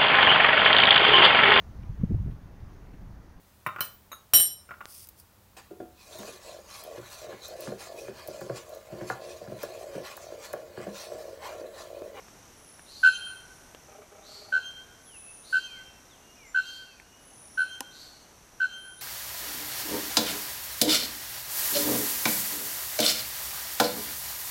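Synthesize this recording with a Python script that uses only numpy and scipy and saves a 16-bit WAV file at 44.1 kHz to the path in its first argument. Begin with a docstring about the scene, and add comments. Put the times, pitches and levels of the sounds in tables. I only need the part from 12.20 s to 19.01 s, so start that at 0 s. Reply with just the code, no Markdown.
"""Bellbird in a forest

Six loud, throbbing clangs are modulated tones with a throat rasp; a thin whistle with harmonics follows each.
Small birds slur, glide and rasp as swept tones; wings flutter as pulsed noise.
Insects hum as trains of pips over filtered noise; drops tap as decaying noise and ringing modes.
A hush of filtered noise lies beneath; decaying noise responses give the echo of trunks and canopy."""
import sys
import numpy as np
from scipy import signal
from scipy.fft import rfft, irfft, next_fast_len
from scipy.io import wavfile
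from scipy.ndimage import uniform_filter1d

SR = 44100
rng = np.random.default_rng(int(sys.argv[2]) if len(sys.argv) > 2 else 0)


def put_to_file(sound):
    """Save the sound as 16-bit audio at rate SR, in the file named by the first command-line argument."""
    columns = np.atleast_2d(sound).T  # one column per channel
    safe = np.clip(columns, -1, 1)
    whole_steps = np.round(safe * 32767)
    wavfile.write(sys.argv[1], SR, whole_steps.astype(np.int16))


N = 300321
T = np.arange(N) / SR  # time/s

# Spectrum of the forest hush: f/Hz, relative level/dB
HUSH_SPECTRUM = [(12, -32), (20, -1.5), (63, 0.5), (119, -2), (156, -3.5), (270, -3), (494, -5.5),
                 (766, -5), (1560, -10), (1740, -11), (4810, -18), (5990, -14), (7060, -16), (11900, -20.5),
                 (14000, -22.5)]
# Near insects: pip rate/Hz, f/Hz, level/dB
INSECTS = [(38.7, 5700, -68), (42.8, 6150, -69.5)]
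# Spectrum of the far insect chorus: f/Hz, relative level/dB
CHORUS_SPECTRUM = [(4500, -37), (5300, -11.5), (5750, 1.5), (6000, -2), (6350, -2.5), (6700, -12.5),
                   (7500, -32.5)]
# Drops on leaves: t/s, level/dB
LEAF_TAPS = [(0.0834, -45.5), (0.5938, -41), (1.548, -35.5), (4.7989, -38.5)]
# Spectrum of a struck leaf: f/Hz, relative level/dB
LEAF_SPECTRUM = [(120, -20), (300, -2), (700, 6), (1500, 2.5), (2800, -2), (4500, -20.5), (9000, -19),
                 (14000, -26)]
# Modes of one drop striking close to the microphone: f/Hz, level/dB, t60/s
CLOSE_DROP_MODES = [(267, -36, 0.061), (538, -42.5, 0.063), (804, -35, 0.066), (930, -37.5, 0.047),
                    (1020, -37, 0.061), (1820, -31, 0.012), (2900, -30, 0.017), (5120, -26.5, 0.0095),
                    (10160, -34, 0.0064), (12100, -43, .007)]
CLOSE_DROP_S = 5.6062
# Thin, high slurs of a small bird: t/s, length/s, start f/Hz, level/dB
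THIN_SLURS = [(0.321, 0.45, 10490, -56), (0.756, .49, 10520, -49), (1.12, .44, 10300, -67),
              (2.797, 0.5, 10560, -49.5), (2.903, .53, 10540, -53.5), (4.98, 0.36, 10320, -53.5),
              (5.159, 0.44, 10370, -53.5), (6.538, 0.4, 10450, -52)]
SLUR_FALL_HZ_PER_S = 2700
# Harsh calls of another bird: t/s, length/s, level/dB
SCOLDS = [(0.653, 0.23, -50), (2.026, 0.21, -50), (3.225, 0.2, -50.5), (4.386, 0.22, -50.5),
          (5.702, 0.2, -50), (6.772, 0.14, -53.5)]
# Spectrum of their hiss: f/Hz, relative level/dB
SCOLD_HISS_SPECTRUM = [(1800, -25), (3000, -5.5), (4300, -8), (5400, -4.5), (7600, -3.5), (9500, -15.5),
                       (12500, -10.5), (15000, -17.5)]
# Bellbird clangs: middle t/s, f/Hz, level/dB, half length/s, throb strength/dB,
# rasp level re the tone/dB, forest scatter level/dB
CLANGS = [(0.864, 1519, -13.5, 0.033, -1, -21.5, -21.5), (2.354, 1529, -22, .032, 1, -23.5, -20.5),
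          (3.358, 1522, -21, .032, -1, -23, -22), (4.376, 1529, -22, .031, 1, -24, -20.5),
          (5.4074, 1526, -22.5, 0.033, -0.5, -24.5, -18.5), (6.432, 1527, -23, 0.031, 0, -24.5, -17)]
# Side tones made by the throb: offset from the pitch in multiples of the throb rate
SIDE_ORDERS = [-2, -1, 1, 2]
# Their levels before each clang's throb strength is added: level/dB
SIDE_LEVELS = [-26.5, -12, -14.5, -33]
# Resonances of throat and open bill: f/Hz, nominal width/Hz, relative level/dB
THROAT_RESONANCES = [(2733, 169, 3), (3103, 71, 6), (4186, 230, 1), (5050, 87, -14.5), (5410, 520, -14),
                     (6450, 290, -12), (7380, 770, -14)]
THROB_HZ, THROB_BEND_HZ = 78.57, 8.1  # the pitch dips at each throb
OCTAVE_DB, OCTAVE_FADE_S = -23, 0.04  # the octave sounds in the first throbs
FAR_ECHO_S, FAR_ECHO_DB = 0.245, -28.5  # one clear echo from the far trees
# Whistles after the clangs: loudest t/s, f/Hz, level/dB, first dip t/s, dip depth/dB
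RINGS = [(0.958, 3150, -33, 0.995, 15), (2.464, 3166, -39.5, 2.535, 11), (3.456, 3150, -39, 3.493, 10),
         (4.488, 3160, -42, 4.53, 4.5), (5.528, 3163, -42.5, 5.615, 25), (6.541, 3157, -42, 6.61, 0)]
RING_RISE_DB_PER_S, RING_FADE_DB_PER_S = 270, 72
# This long after its peak the whistle is let go: the release rate adds to the fade
RING_HOLD_S, RING_RELEASE_DB_PER_S = 0.22, 138.5
DIP_EVERY_S, DIP_WIDTH_S = 0.145, 0.021
# Bursts of wingbeats: t/s, length/s, level/dB
FLUTTERS = [(1.681, 0.17, -55.5), (1.912, .41, -57), (2.322, 0.071, -51.5)]
# Spectrum of a wingbeat: f/Hz, relative level/dB
WINGBEAT_SPECTRUM = [(150, -21), (330, -15), (420, 4), (500, -12), (580, -0.5), (646, 4), (700, -18),
                     (775, 6.5), (900, -20), (1250, -4.5), (1800, -21), (2270, -12.5), (4000, -35)]
WING_HZ = 29.87
# Gliding whistles of a farther songbird: t/s, length/s, start f/Hz, end f/Hz, level/dB
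GLIDES = [(2.857, 0.13, 3530, 2460, -58.5), (2.97, 0.21, 2605, 2610, -59.5), (3.392, .22, 2975, 1955, -57),
          (3.593, .2, 2760, 2670, -62.5), (3.886, 0.11, 4030, 2460, -61), (3.987, .26, 2790, 2890, -63.5),
          (4.158, .14, 2590, 1960, -55.5), (4.258, 0.068, 7100, 7240, -57.5),
          (4.611, .19, 2970, 2370, -60.5), (4.828, 0.32, 2850, 2970, -65.5),
          (5.925, 0.15, 2910, 2940, -67.5)]
TOP_HZ = 14150  # upper edge of the passband


def undb(db):
    """Level law: convert decibels to an amplitude ratio."""
    return 10 ** (np.asarray(db) / 20)


def unit(x):
    """Normalization: scale a signal to an rms value of 1."""
    return x / np.sqrt(np.mean(x ** 2))


def shape(x, gain):
    """Linear filtering: multiply the spectrum by a gain given as a function of frequency."""
    size = next_fast_len(N + SR // 4)
    hz = np.arange(size // 2 + 1) * SR / size + 1e-6  # the offset avoids log(0) and division by 0
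    return irfft(rfft(x, size) * gain(hz), size)[:N]


def noise(points):
    """Spectral shaping: white noise takes a colour interpolated over log frequency, at rms 1."""
    hz, db = np.transpose(points)

    def gain(f):
        """Interpolation: read the gain between the listed frequencies."""
        return undb(np.interp(np.log(f), np.log(hz), db))

    return unit(shape(rng.standard_normal(N), gain))


def walk(rate):
    """Random modulation: smoothed random steps at the given rate/Hz wander with rms near 1."""
    step = max(int(SR / rate), 1)
    held = np.repeat(rng.standard_normal(N // step + 1), step)
    return unit(uniform_filter1d(held, step)[:N])


def phase(hz):
    """Frequency modulation: phase is the running integral of frequency."""
    return 2 * np.pi * np.cumsum(hz) / SR


def arch(u, power):
    """Amplitude envelope: a parabola raised to a power swells and fades as u goes from 0 to 1."""
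    u = np.clip(u, 0, 1)
    return (4 * u * (1 - u)) ** power


def forest(x, wet_db, t60, echo_db=-16.5, echo_s=0.243, rise_s=0.0015):
    """Multiple scattering: decaying noise stands for trunks and leaves, a late bunch for the far trees."""
    t = T[:SR * 3 // 2]
    scatter = undb(-60 * t / t60) * (1 - np.exp(-t / rise_s))
    late = undb(echo_db) * np.exp(-((t - echo_s) / 0.022) ** 2)
    response = rng.standard_normal(len(t)) * (scatter + late)
    response = response / np.linalg.norm(response)
    return x + undb(wet_db) * signal.fftconvolve(x, response)[:N]


def air(level_db=-55.5, swell_db=0.84):
    """Broadband ambience: coloured noise with a slow, slight swell is the even hush of the forest."""
    return noise(HUSH_SPECTRUM) * undb(level_db + swell_db * walk(1.8))


def insects(sweep=0.19, pip_share=0.45, chorus_db=-68.0):
    """Pulse-train modulation: tiny falling pips swell irregularly over a far chorus that blurs to a hum."""
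    near_insects = np.zeros(N)
    for rate, hz, db in INSECTS:
        cycle = np.cumsum(rate * (1 + 0.07 * walk(12))) / SR % 1
        u = cycle / pip_share  # each pip fills only this share of its cycle
        pitch = hz * (1 + 0.015 * walk(14) - sweep * (u - 0.5))
        bouts = np.clip(0.7 + 0.35 * walk(10), 0, 1.3)
        near_insects += undb(db) * unit(arch(u, 1.7) * bouts * np.sin(phase(pitch)))
    chorus = noise(CHORUS_SPECTRUM) * undb(chorus_db + 0.78 * walk(14))
    return forest(near_insects, wet_db=-3.0, t60=0.56) + chorus


def drops(tap_t60=0.013, crack_db=-24.5, crack_s=0.0013, low_hz=207.5):
    """Impact excitation: leaves give short noise taps; one close hit cracks and rings decaying modes."""
    strikes = sum(undb(db - 60 * np.abs(T - s) / tap_t60) * (T > s) for s, db in LEAF_TAPS)
    taps = strikes * noise(LEAF_SPECTRUM)
    t = np.maximum(T - CLOSE_DROP_S, 0)
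    ring = np.zeros(N)
    for k, (hz, db, t60) in enumerate(CLOSE_DROP_MODES):
        sign = (-1) ** k  # neighbouring modes start in opposite directions
        ring += sign * undb(db - 60 * t / t60) * np.sin(2 * np.pi * hz * t)
    burst = np.exp(-((T - CLOSE_DROP_S - 0.0008) / crack_s) ** 2)
    crack = undb(crack_db) * burst * rng.standard_normal(N)
    # small sources radiate little bass
    high_pass = signal.butter(2, low_hz, "high", fs=SR, output="sos")
    hits = signal.sosfilt(high_pass, taps + ring + crack)
    return forest(hits, wet_db=-20.5, t60=0.3, echo_db=-42.5)


def slurs(shiver=0.0055, flicker_db=2.0):
    """Linear frequency sweep: a thin voice falls steadily, shivering in pitch; leaves scatter much of it."""
    out = np.zeros(N)
    bend = 1 + shiver * walk(500)
    flicker = undb(flicker_db * walk(35))
    for s, length, start_hz, db in THIN_SLURS:
        near = (T > s) & (T < s + length)
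        t = T[near] - s
        hz = (start_hz - SLUR_FALL_HZ_PER_S * t) * bend[near]
        out[near] += undb(db) * arch(t / length, 1.2) * flicker[near] * np.sin(phase(hz))
    return forest(out, wet_db=-1.5, t60=0.48, echo_db=-35.0)


def scolds(start_hz=3478.0, top_hz=4430.0, rasp_hz=135.6, scatter_hz=270.0, hiss_db=-9.5):
    """Amplitude and random frequency modulation: a hoarse, rattling note rises fast to a jittery plateau."""
    out = np.zeros(N)
    jitter = scatter_hz * walk(2000)
    hiss = undb(hiss_db) * noise(SCOLD_HISS_SPECTRUM)
    rattle = 1 + 0.5 * np.sin(phase(rasp_hz * (1 + 0.15 * walk(60))))
    for s, length, db in SCOLDS:
        near = (T > s) & (T < s + length)
        t = T[near] - s
        hz = top_hz + (start_hz - top_hz) * np.exp(-t / 0.031) + jitter[near]
        voice = np.sin(phase(hz)) + hiss[near]
        out[near] += undb(db) * arch(t / length, 0.83) * rattle[near] * voice
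    return forest(out, wet_db=2.0, t60=0.75, echo_db=-25.0)


def throat(kicks, grit, smear_s=0.0015, gain_db=9.5):
    """Source-filter principle: brief scrapes and grit excite resonances of the throat and open bill."""
    scrape = rng.standard_normal(SR // 50) * np.exp(-T[:SR // 50] / smear_s)
    scrape = scrape / np.linalg.norm(scrape)
    drive = grit + signal.fftconvolve(kicks, scrape)[:N]

    def gain(f):
        """Resonance: sum the squared second-order responses."""
        total = 0
        for hz, width, db in THROAT_RESONANCES:
            detuning = (f / hz - hz / f) * hz / (1.36 * width)
            total = total + undb(db) / (1 + 1j * detuning) ** 2
        return total

    return undb(gain_db) * shape(drive, gain)


def clangs(sag_hz=5.75, waver_hz=7.7, edge=3.2, linger_db=-17.5, linger_s=0.028,
           scatter_throb_db=6.5, rasp_wet_db=-1.0):
    """Modulation sidebands: a tone throbs about five times and lingers; each throb kicks the throat."""
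    out, kicks, grit = np.zeros((3, N))
    hiss = rng.standard_normal(N)
    waver = waver_hz * walk(120)
    for s, hz, db, half, throb_db, rasp_db, wet_db in CLANGS:
        near = np.abs(T - s) < 0.1
        t = T[near] - s
        throb = 2 * np.pi * THROB_HZ * t
        sag = sag_hz * np.minimum(t / half, 1)
        turn = phase(hz - sag - THROB_BEND_HZ * np.cos(throb) + waver[near])

        attack = np.clip((t + half + 0.0013) / 0.0028, 0, 1)
        effort = undb(db) * np.exp(-np.abs(t / half) ** edge) * attack
        linger = undb(db + linger_db) * np.exp(-np.abs(t - half) / linger_s) * (t > 0)
        swell = np.sqrt(2) * np.maximum(effort, linger)

        core, sides = np.zeros((2, N))
        core[near] = swell * np.sin(turn)
        side_tones = sum(undb(side_db + throb_db) * np.sin(turn + k * throb)
                         for k, side_db in zip(SIDE_ORDERS, SIDE_LEVELS))
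        sides[near] = swell * side_tones
        octave_fade = np.exp(-(t + half) / OCTAVE_FADE_S)
        octave = effort * octave_fade * (1 + np.cos(throb)) * np.sin(2 * turn)
        out[near] += undb(OCTAVE_DB) * octave

        # the forest returns a rougher sound than the direct path; each clang draws its own scatter
        sent = core + undb(scatter_throb_db) * sides
        scattered = forest(sent, wet_db, t60=1.18, echo_db=-22.5, echo_s=FAR_ECHO_S) - sent
        out += core + sides + scattered
        out += undb(FAR_ECHO_DB) * np.interp(T - FAR_ECHO_S, T, core)

        cycle = np.floor(THROB_HZ * t + 0.33)
        impulses = unit(np.diff(cycle, prepend=cycle[0]))
        kicks[near] += undb(rasp_db) * effort * impulses
        grit[near] += undb(rasp_db) * effort * hiss[near] * (1 + np.cos(throb))
    return out + forest(throat(kicks, grit), rasp_wet_db, t60=0.81, echo_db=-27.0)


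def rings(second_db=-11.5, third_db=-29.0, waver_hz=5.3, bright_s=0.046):
    """Harmonic synthesis: a whistle swells, is brightest at its peak, then fades with up to two dips."""
    out = np.zeros(N)
    waver = waver_hz * walk(25)
    for s, hz, db, dip_s, dip_db in RINGS:
        near = (T > s - 0.12) & (T < s + 0.4)
        t = T[near] - s
        rise = RING_RISE_DB_PER_S * np.maximum(-t, 0)
        fade = RING_FADE_DB_PER_S * np.maximum(t, 0)
        release = RING_RELEASE_DB_PER_S * np.maximum(t - RING_HOLD_S, 0)
        dips = dip_db * sum(np.exp(-((T[near] - at) / DIP_WIDTH_S) ** 2)
                            for at in (dip_s, dip_s + DIP_EVERY_S))
        level = undb(db - rise - fade - release - dips)
        turn = phase(hz + waver[near])
        bright = np.exp(-(t / bright_s) ** 2)
        overtones = undb(second_db) * np.sin(2 * turn) + undb(third_db) * np.sin(3 * turn)
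        out[near] += np.sqrt(2) * level * (np.sin(turn) + bright * overtones)
    return forest(out, wet_db=-17.5, t60=0.9)


def wings(sharpness=1.4):
    """Periodic flow noise: each wingbeat pushes out a soft puff of air."""
    push = np.zeros(N)
    for s, length, db in FLUTTERS:
        near = (T > s) & (T < s + length)
        u = (T[near] - s) * WING_HZ % 1
        push[near] += undb(db) * unit(arch(np.sqrt(u), 1.2) ** sharpness)
    return forest(push * noise(WINGBEAT_SPECTRUM), wet_db=-6, t60=0.2)


def glides(quaver=0.0029, flicker_db=3.0):
    """Frequency glide: soft whistles move linearly from one pitch to another, with a slight quaver."""
    out = np.zeros(N)
    bend = 1 + quaver * walk(150)
    flicker = undb(flicker_db * walk(35))
    for s, length, start_hz, end_hz, db in GLIDES:
        near = (T > s) & (T < s + length)
        u = (T[near] - s) / length
        hz = (start_hz + (end_hz - start_hz) * u) * bend[near]
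        out[near] += undb(db) * arch(u, 0.32) * flicker[near] * np.sin(phase(hz))
    return forest(out, wet_db=-4.0, t60=0.96, echo_db=-23.0)


def scene():
    """Superposition: the pressures of all sources add at one microphone."""
    background = air() + insects() + drops()
    birds = slurs() + scolds() + clangs() + rings() + wings() + glides()
    return (background + birds)[None]


def record(dry):
    """Band limitation: a steep elliptic low-pass removes the top of the spectrum."""
    low_pass = signal.ellip(10, 0.2, 80, TOP_HZ, fs=SR, output="sos")
    return signal.sosfilt(low_pass, dry)


dry = scene()
out = record(dry)
put_to_file(out)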